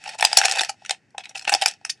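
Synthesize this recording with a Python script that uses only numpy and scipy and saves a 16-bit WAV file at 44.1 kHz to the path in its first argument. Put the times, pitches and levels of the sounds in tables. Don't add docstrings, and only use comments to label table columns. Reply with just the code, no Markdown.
import sys
import numpy as np
from scipy import signal
from scipy.fft import rfft, irfft
from scipy.io import wavfile

SR = 44100
rng = np.random.default_rng(int(sys.argv[2]) if len(sys.argv) > 2 else 0)


def generate_wav(signal):
    frames = np.transpose(np.atleast_2d(signal))
    scaled = np.clip(frames, -1, 1) * 32767
    pcm = np.round(scaled).astype(np.int16)
    wavfile.write(sys.argv[1], SR, pcm)


def natural_amplitude(level_db):
    exponent = np.asarray(level_db, float) / 20
    return 10 ** exponent


N = 88200

# [t/s, pen body peak level/dB, cup
# hollow re body level/dB, snap re body level/dB, ring of that pen f/Hz]
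CLEAN_CLACKS = [(0.0388, -25.5, -27, -9.5, 2470), (0.1968, -16, -9.5, -15, 3000), (0.2083, -17, -5, 3, 5350),
                (0.2253, -0.5, -6.5, -8.5, 2497), (0.2411, -15.5, -3, -2.5, 1870),
                (0.2482, -4.5, -6, -10, 5300), (0.2493, -17.5, 6.5, 20, 5260), (0.329, -12, -6.5, 3.5, 3860),
                (0.3706, -13, -36, 18, 4600), (0.3731, -8.5, -2.5, 10, 4440),
                (0.4014, -17.5, -3, -5.5, 1890), (0.414, -4.5, -10, -15.5, 1920),
                (0.4348, -11.5, -14, -17, 2040), (0.4454, -14.5, -2.5, -5, 2580),
                (0.4817, -7, -15.5, -13, 1600), (0.5121, -20.5, -12.5, 11.5, 5470),
                (0.5211, -15, -10, 5.5, 5440), (0.5364, -18, -5, -13, 2460),
                (0.5932, -4.5, -16.5, -43.5, 1960), (0.6085, -8.5, -6.5, -3.5, 3820),
                (0.6139, -14.5, -3, 0, 2520), (0.6335, -13, -16, -6, 1890), (0.6474, -18, -16, -0.5, 2630),
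                (0.849, -26, -40, -12, 2560), (0.8602, -24, -41.5, -5.5, 2280),
               (0.8945, -11, -15, -4.5, 2390), (0.9079, -11, -7.5, 2.5, 4780),
               (1.1806, -16, -8, -6.5, 2620), (1.255, -21.5, -49, -19, 2230),
               (1.3625, -39.5, 5.5, 11, 5240), (1.3935, -27, -27, -2, 2720),
               (1.412, -32, -20.5, -5.5, 2670), (1.4451, -35, -7.5, -1.5, 2630),
               (1.4507, -19.5, -23.5, -19, 1610), (1.4844, -19.5, -1, -4.5, 1710),
               (1.4935, -7.5, -12, -5, 2695), (1.5381, -8, -5.5, 5.5, 5350), (1.5478, -9, -2.5, 0.5, 2660),
               (1.6136, -23.5, -6.5, 5.5, 1660), (1.6357, -23.5, -17, 0, 2480), (1.659, -1.5, -10, 1, 2520),
               (1.6729, -18, -36.5, 0.5, 2780), (1.6801, -24.5, -9.5, 10.5, 8960),
               (1.6848, -25, -17.5, 12, 5270), (1.8493, -16.5, -14, -2, 1330),
               (1.8952, -19, -34, -4.5, 5110)]
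# [t/s, pen body peak level/dB, cup hollow re body
# level/dB, snap re body level/dB, ring of that pen f/Hz]
GLANCING_CLACKS = [(0.0575, -26.5, -3, -16.5, 2460), (0.0754, -24, -2.5, -6, 2270),
                   (0.0901, -25.5, -5.5, -2, 5370), (0.1454, -36, 6, -5.5, 1590), (0.1854, -28, -9, 0.5, 5270),
                   (0.3844, -12.5, -6, 7.5, 5850), (0.4526, -11, -2, -0.5, 2800), (0.4942, -18, -8, -3, 2780),
                   (0.5544, -19.5, -5, -14.5, 1890), (0.57, -16.5, -2.5, -16.5, 1940),
                   (0.5856, -14, -32, -5, 1940), (0.6921, -16, -7, -4, 1626), (1.237, -34, -34, -21, 2550),
                   (1.2919, -39, -8, 3.5, 5900), (1.3523, -20, -13, -11, 2500), (1.4214, -35.5, -7, 0.5, 2750),
                   (1.4755, -9.5, -7, -19.5, 1560), (1.5213, -13, -1, -7, 2620),
                   (1.6191, -10, -6.5, -7.5, 1740), (1.8984, -32, -45.5, 16.5, 5420),
                   (0.818, -48, 8.5, -26.5, 2570),
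    (1.147, -71.5, 39, -4.5, 1760),
    (1.2039, -30.5, -8, -16.5, 2580),
    (1.3094, -41, -15, -19, 2700),
    (1.3746, -31, -19, 3.5, 5320),
    (1.526, -18, -3, -3, 2683),
    (1.6264, -16.5, -1, -17, 2610),
]
# [t/s, pen body peak level/dB, cup hollow re body level/dB, snap
# re body level/dB, ring of that pen f/Hz]
MORE_CLEAN_CLACKS = [(.1895, -26.5, -4, -5, 2640), (.3145, -21, -8, -11, 1800), (.3775, -19.5, -19, 7.5, 8300),
                     (.3865, -20, -18.5, 5, 4380), (.394, -21, -12, 1.5, 6950), (.4245, -18.5, -17, -5.5, 2490),
                     (.4385, -9.5, -13.5, -8, 2100), (.4495, -10, -2, -1, 2480), (.454, -13.5, -9.5, 3, 5740),
                     (.4995, -17.5, -18.5, -9, 2700), (.5295, -21.5, -13, -5.5, 2600),
                     (.5525, -23, -10.5, -1, 4300), (.5585, -22, -10, -1.5, 4270), (.573, -18, -11, -7, 3020),
                     (.741, -49.5, 1, -17, 2480), (.946, -35, -21, -12, 2610), (1.105, -64, -21, 7, 5020),
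                     (1.475, -30.5, -13, 0.5, 5250), (1.5, -23, -24, -1, 4500), (1.532, -17, -5, -4.5, 2050),
                     (1.6215, -13.5, -13, -1.5, 3600), (1.628, -19, -13, -9, 3540),
                     (1.711, -32, -17.5, 2.5, 2600), (1.737, -36.5, -20, 0, 2600), (1.812, -53, 8, -5, 2660),
                     (1.975, -54.5, -28.5, -1.5, 4240)]
# [t/s, level/dB, level/dB, level/dB, f/Hz]
PEN_SLIDES = [
    (.268, -24.5, -5.5, -5, 2600),
    (.925, -35, -10, -8.5, 2600),
    (1.192, -34.5, -6, -5.5, 2550),
    (1.243, -36.5, -22, -7.5, 2400),
    (1.265, -42, -6, -21, 2600),
    (1.302, -44, -2, -7, 2700),
    (1.366, -34.5, -15, -7, 2600),
    (1.4, -46, -10, -6, 2600),
    (1.862, -38, -12, -3.5, 2600),
    (1.91, -39.5, -29.5, 3.5, 5030),
]
# [t/s, peak level/dB, f/Hz]
BASE_KNOCKS = [
    (0.448, -41, 400),
    (.611, -31, 376),
    (1.478, -39, 420),
    (1.525, -35.5, 341.5),
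    (1.549, -35, 326),
    (1.1465, -42.5, 800),
    (1.4783, -13.5, 1434),
]
# [t/s, level/dB]
SLIDING_LEVEL = [(0, -55), (0.052, -43.5), (0.146, -39.5), (0.177, -61), (0.201, -37), (0.449, -29),
                 (0.657, -34.5), (.75, -66), (0.879, -53), (0.928, -44), (0.999, -73.5), (1.16, -75.5),
                 (1.2, -84), (1.439, -58), (1.549, -41.5), (1.697, -35.5), (1.78, -67), (1.92, -65)]
# [f/Hz, level/dB, t60/s]
CUP_MODES = [(762.5, 11, 0.035), (687, 0, 0.016), (816, 0, 0.035), (521, -10, 0.028)]
BODY_MODES = [(1627, -19.5, 0.018), (1870, -7, 0.037), (2607, -6.5, 0.023), (2858, 7, 0.0029),
              (3640, -1, 0.012)]
SNAP_MODES = [(4384, 4, 0.013), (5260, 12.5, 0.01), (5850, 5.5, 0.0026), (7846, -8, 0.036),
              (9100, -22, 0.011)]
# [f/Hz, level/dB]
AIR_SPECTRUM = [(24, -23.5), (60, -8.5), (105, 7.5), (267, -0.5), (733, -14), (1920, -8.5), (3940, -34),
                (5260, -22.5), (10800, -35.5), (12500, -25.5), (16200, -60), (22000, -120)]
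# [f/Hz, width f/Hz, level/dB]
PORT_RESONANCES = [(1174, 360, -11), (2580, 220, 6), (5270, 270, -4)]
# [f/Hz, left minus right level/dB]
CAPSULE_BALANCE = [(300, 1), (700, 2.5), (1800, 0.94), (3300, -3), (6400, 2), (9000, 2)]

LENGTH, LEAD = 4096, 400
MODE_SCATTER_DB, MODE_DETUNE = 3, 0.03
CRACK_DB, CRACK_T60_S = 11.5, 0.017
PAN_SCATTER_DB, SNAP_PAN_DB = -1.1, 1


def band(x, low_hz, high_hz):
    return signal.sosfilt(signal.butter(2, [low_hz, high_hz], "band", fs=SR, output="sos"), x)


def high_pass(x, hz, order=4):
    return signal.sosfilt(signal.butter(order, hz, "high", fs=SR, output="sos"), x)


def low_pass(x, hz, order):
    return signal.sosfilt(signal.butter(order, hz, fs=SR, output="sos"), x)


def rms_one(x):
    return x / np.sqrt(np.mean(x ** 2) + 1e-20)


def fade(t60_s):
    return natural_amplitude(-60 * np.arange(LENGTH) / SR / max(t60_s, 0.002))


def panned(x, pan_db):
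    return x * natural_amplitude(np.array([[0.5], [-0.5]]) * pan_db)


def rings(modes, scatter=1):
    t = np.arange(LENGTH) / SR
    out = np.zeros(LENGTH)
    for hz, db, t60_s in modes:
        strength, detune = scatter * rng.standard_normal(2)
        tone = np.sin(2 * np.pi * hz * (1 + MODE_DETUNE * detune) * t)
        out += natural_amplitude(db + MODE_SCATTER_DB * strength) * fade(t60_s) * tone
    return out


def sliding_db():
    s, db = np.transpose(SLIDING_LEVEL)
    return np.interp(np.arange(N) / SR, s, db)


def air():
    hz, db = np.transpose(AIR_SPECTRUM)
    bins_hz = np.fft.rfftfreq(N, 1 / SR) + 1
    shape = natural_amplitude(np.interp(np.log(bins_hz), np.log(hz), db))
    shape = shape / (1 + (85 / bins_hz) ** 3)
    mid, side = rms_one(irfft(rfft(rng.standard_normal((2, N))) * shape, N))
    return natural_amplitude(-63.5) * (mid + natural_amplitude(-13) * side * np.array([[1], [-1]]))


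def room(x):
    mid, side = rng.standard_normal((2, LENGTH)) * fade(0.1)
    width = 0.26
    tail = band(mid + width * side * np.array([[1], [-1]]), 120, 9200)
    tail = tail / np.sqrt(np.sum(tail ** 2) / 2)
    return natural_amplitude(-15) * signal.fftconvolve(x.mean(axis=0)[None], tail, axes=1)[:, :N]


def thud(hits):
    force = np.abs(band(hits, 500, 1000))
    return natural_amplitude(-33) * band(force, 45, 420)


def knocks():
    out = np.zeros(N + LENGTH)
    for s, db, hz in BASE_KNOCKS:
        i = int(s * SR)
        out[i:i + LENGTH] += natural_amplitude(db) * rings([(hz, 0, 16 / hz)], scatter=0)
    return band(out[:N], 200, 1900)


def scrape():
    low_hz, top_hz = 1500, 11800
    hiss = low_pass(band(rng.standard_normal(N), low_hz, top_hz + 4000), top_hz, 10)
    return rms_one(hiss) * natural_amplitude(-16 + sliding_db())


def chatter():
    contacts_per_s, size_spread_db, cup_db, snap_db = 5000, 2.3, -10.5, -6.5
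    sizes = natural_amplitude(size_spread_db * np.minimum(rng.exponential(1, N), 5)) * rng.choice([-1, 1], N)
    taps = sizes * (rng.random(N) < contacts_per_s / SR)
    group = rng.integers(0, 6, N)
    out = np.zeros((2, N))
    for k in range(6):
        crack = natural_amplitude(CRACK_DB) * rng.standard_normal(LENGTH) * fade(CRACK_T60_S)
        body = rings(BODY_MODES) + band(crack, 650, 4000)
        snap = natural_amplitude(snap_db) * (rings(SNAP_MODES) + band(crack, 3800, 5700))
        cup = natural_amplitude(cup_db) * rings(CUP_MODES)
        sound = signal.fftconvolve(taps * (group == k), body + snap + cup)[:N]
        out += panned(sound, PAN_SCATTER_DB * rng.standard_normal())
    return rms_one(out) * natural_amplitude(sliding_db())


def contact_run(rise_s, run_s):
    t = (np.arange(LENGTH) - LEAD) / SR
    touching = rng.random(LENGTH) < 0.2
    run = rng.standard_normal(LENGTH) * touching * np.exp(np.minimum(t / rise_s, -t / run_s))
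    run[LEAD] = 3.84 * 0.00092 / run_s
    return run


def thin(x):
    return high_pass(x, 1170)


def clack(rise_s, run_s, body_db, cup_db, snap_db, ring_hz):
    run = contact_run(rise_s, run_s)
    noise_fade = fade(CRACK_T60_S) + natural_amplitude(-22.5) * fade(0.072)
    crack = natural_amplitude(CRACK_DB) * rng.standard_normal(LENGTH) * noise_fade
    own = rings([(ring_hz, 8, 12 / ring_hz)], scatter=0)
    body = rings(BODY_MODES) + band(crack, 1300, 4000)
    snap = rings(SNAP_MODES) + band(crack, 4000, 11500)
    cup = rings(CUP_MODES, scatter=0.5) + natural_amplitude(7) * band(crack, 660, 860)
    if ring_hz < 4000:
        body = body + own
    else:
        snap = snap + own
    body_pan_db, snap_pan_db = np.array([PAN_SCATTER_DB, SNAP_PAN_DB]) * rng.standard_normal(2)
    layers = [(thin(body), -0.5, body_pan_db),
              (thin(snap), snap_db + 5.5, snap_pan_db),
              (cup, cup_db + 5.5, 0)]
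    out = np.zeros((2, LENGTH))
    for response, db, pan_db in layers:
        x = signal.fftconvolve(run, response)[:LENGTH]
        out += panned(natural_amplitude(body_db + db) * x / np.abs(x).max(), pan_db)
    return out


def clacks():
    # events, rise/s, run/s, delay to the firm contact/s
    kinds = [(CLEAN_CLACKS, 0.0009, 0.00092, 0.001),
             (GLANCING_CLACKS, 0.0026, 0.004, 0.0023),
             (MORE_CLEAN_CLACKS, 0.0009, 0.00092, 0.001),
             (PEN_SLIDES, 0.009, 0.0097, 0.003)]
    out = np.zeros((2, N + LENGTH))
    for events, rise_s, run_s, delay_s in kinds:
        for s, *levels_and_ring in events:
            i = int((s + delay_s) * SR) - LEAD
            out[:, i:i + LENGTH] += clack(rise_s, run_s, *levels_and_ring)
    return out[:, :N]


def scene():
    hits = clacks()
    pens = high_pass(chatter() + hits, 676)
    return air() + room(pens) + thud(hits) + knocks() + scrape() + pens


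def roll_off(x):
    return signal.sosfilt(signal.butter(12, 13650, fs=SR, output="sos"), x)


def record(dry):
    hz = np.fft.rfftfreq(N, 1 / SR) + 1
    colour_db = sum(db / (1 + ((hz - centre) / width * 2) ** 2) for centre, width, db in PORT_RESONANCES)
    at_hz, lean_db = np.transpose(CAPSULE_BALANCE)
    balance_db = np.interp(np.log(hz), np.log(at_hz), lean_db)
    x = irfft(rfft(dry) * panned(natural_amplitude(colour_db), balance_db), N)
    x = low_pass(x, 9600, 6)
    ceiling = 1.4
    squashed = np.clip(ceiling * np.tanh(x / ceiling), -1, 1)
    x = x + high_pass(squashed - x, 700, 2)
    x = x + high_pass(np.clip(x, -0.95, 0.95) - x, 700, 2)
    return roll_off(np.clip(x, -1, 1))


dry = scene()
out = record(dry)
generate_wav(out)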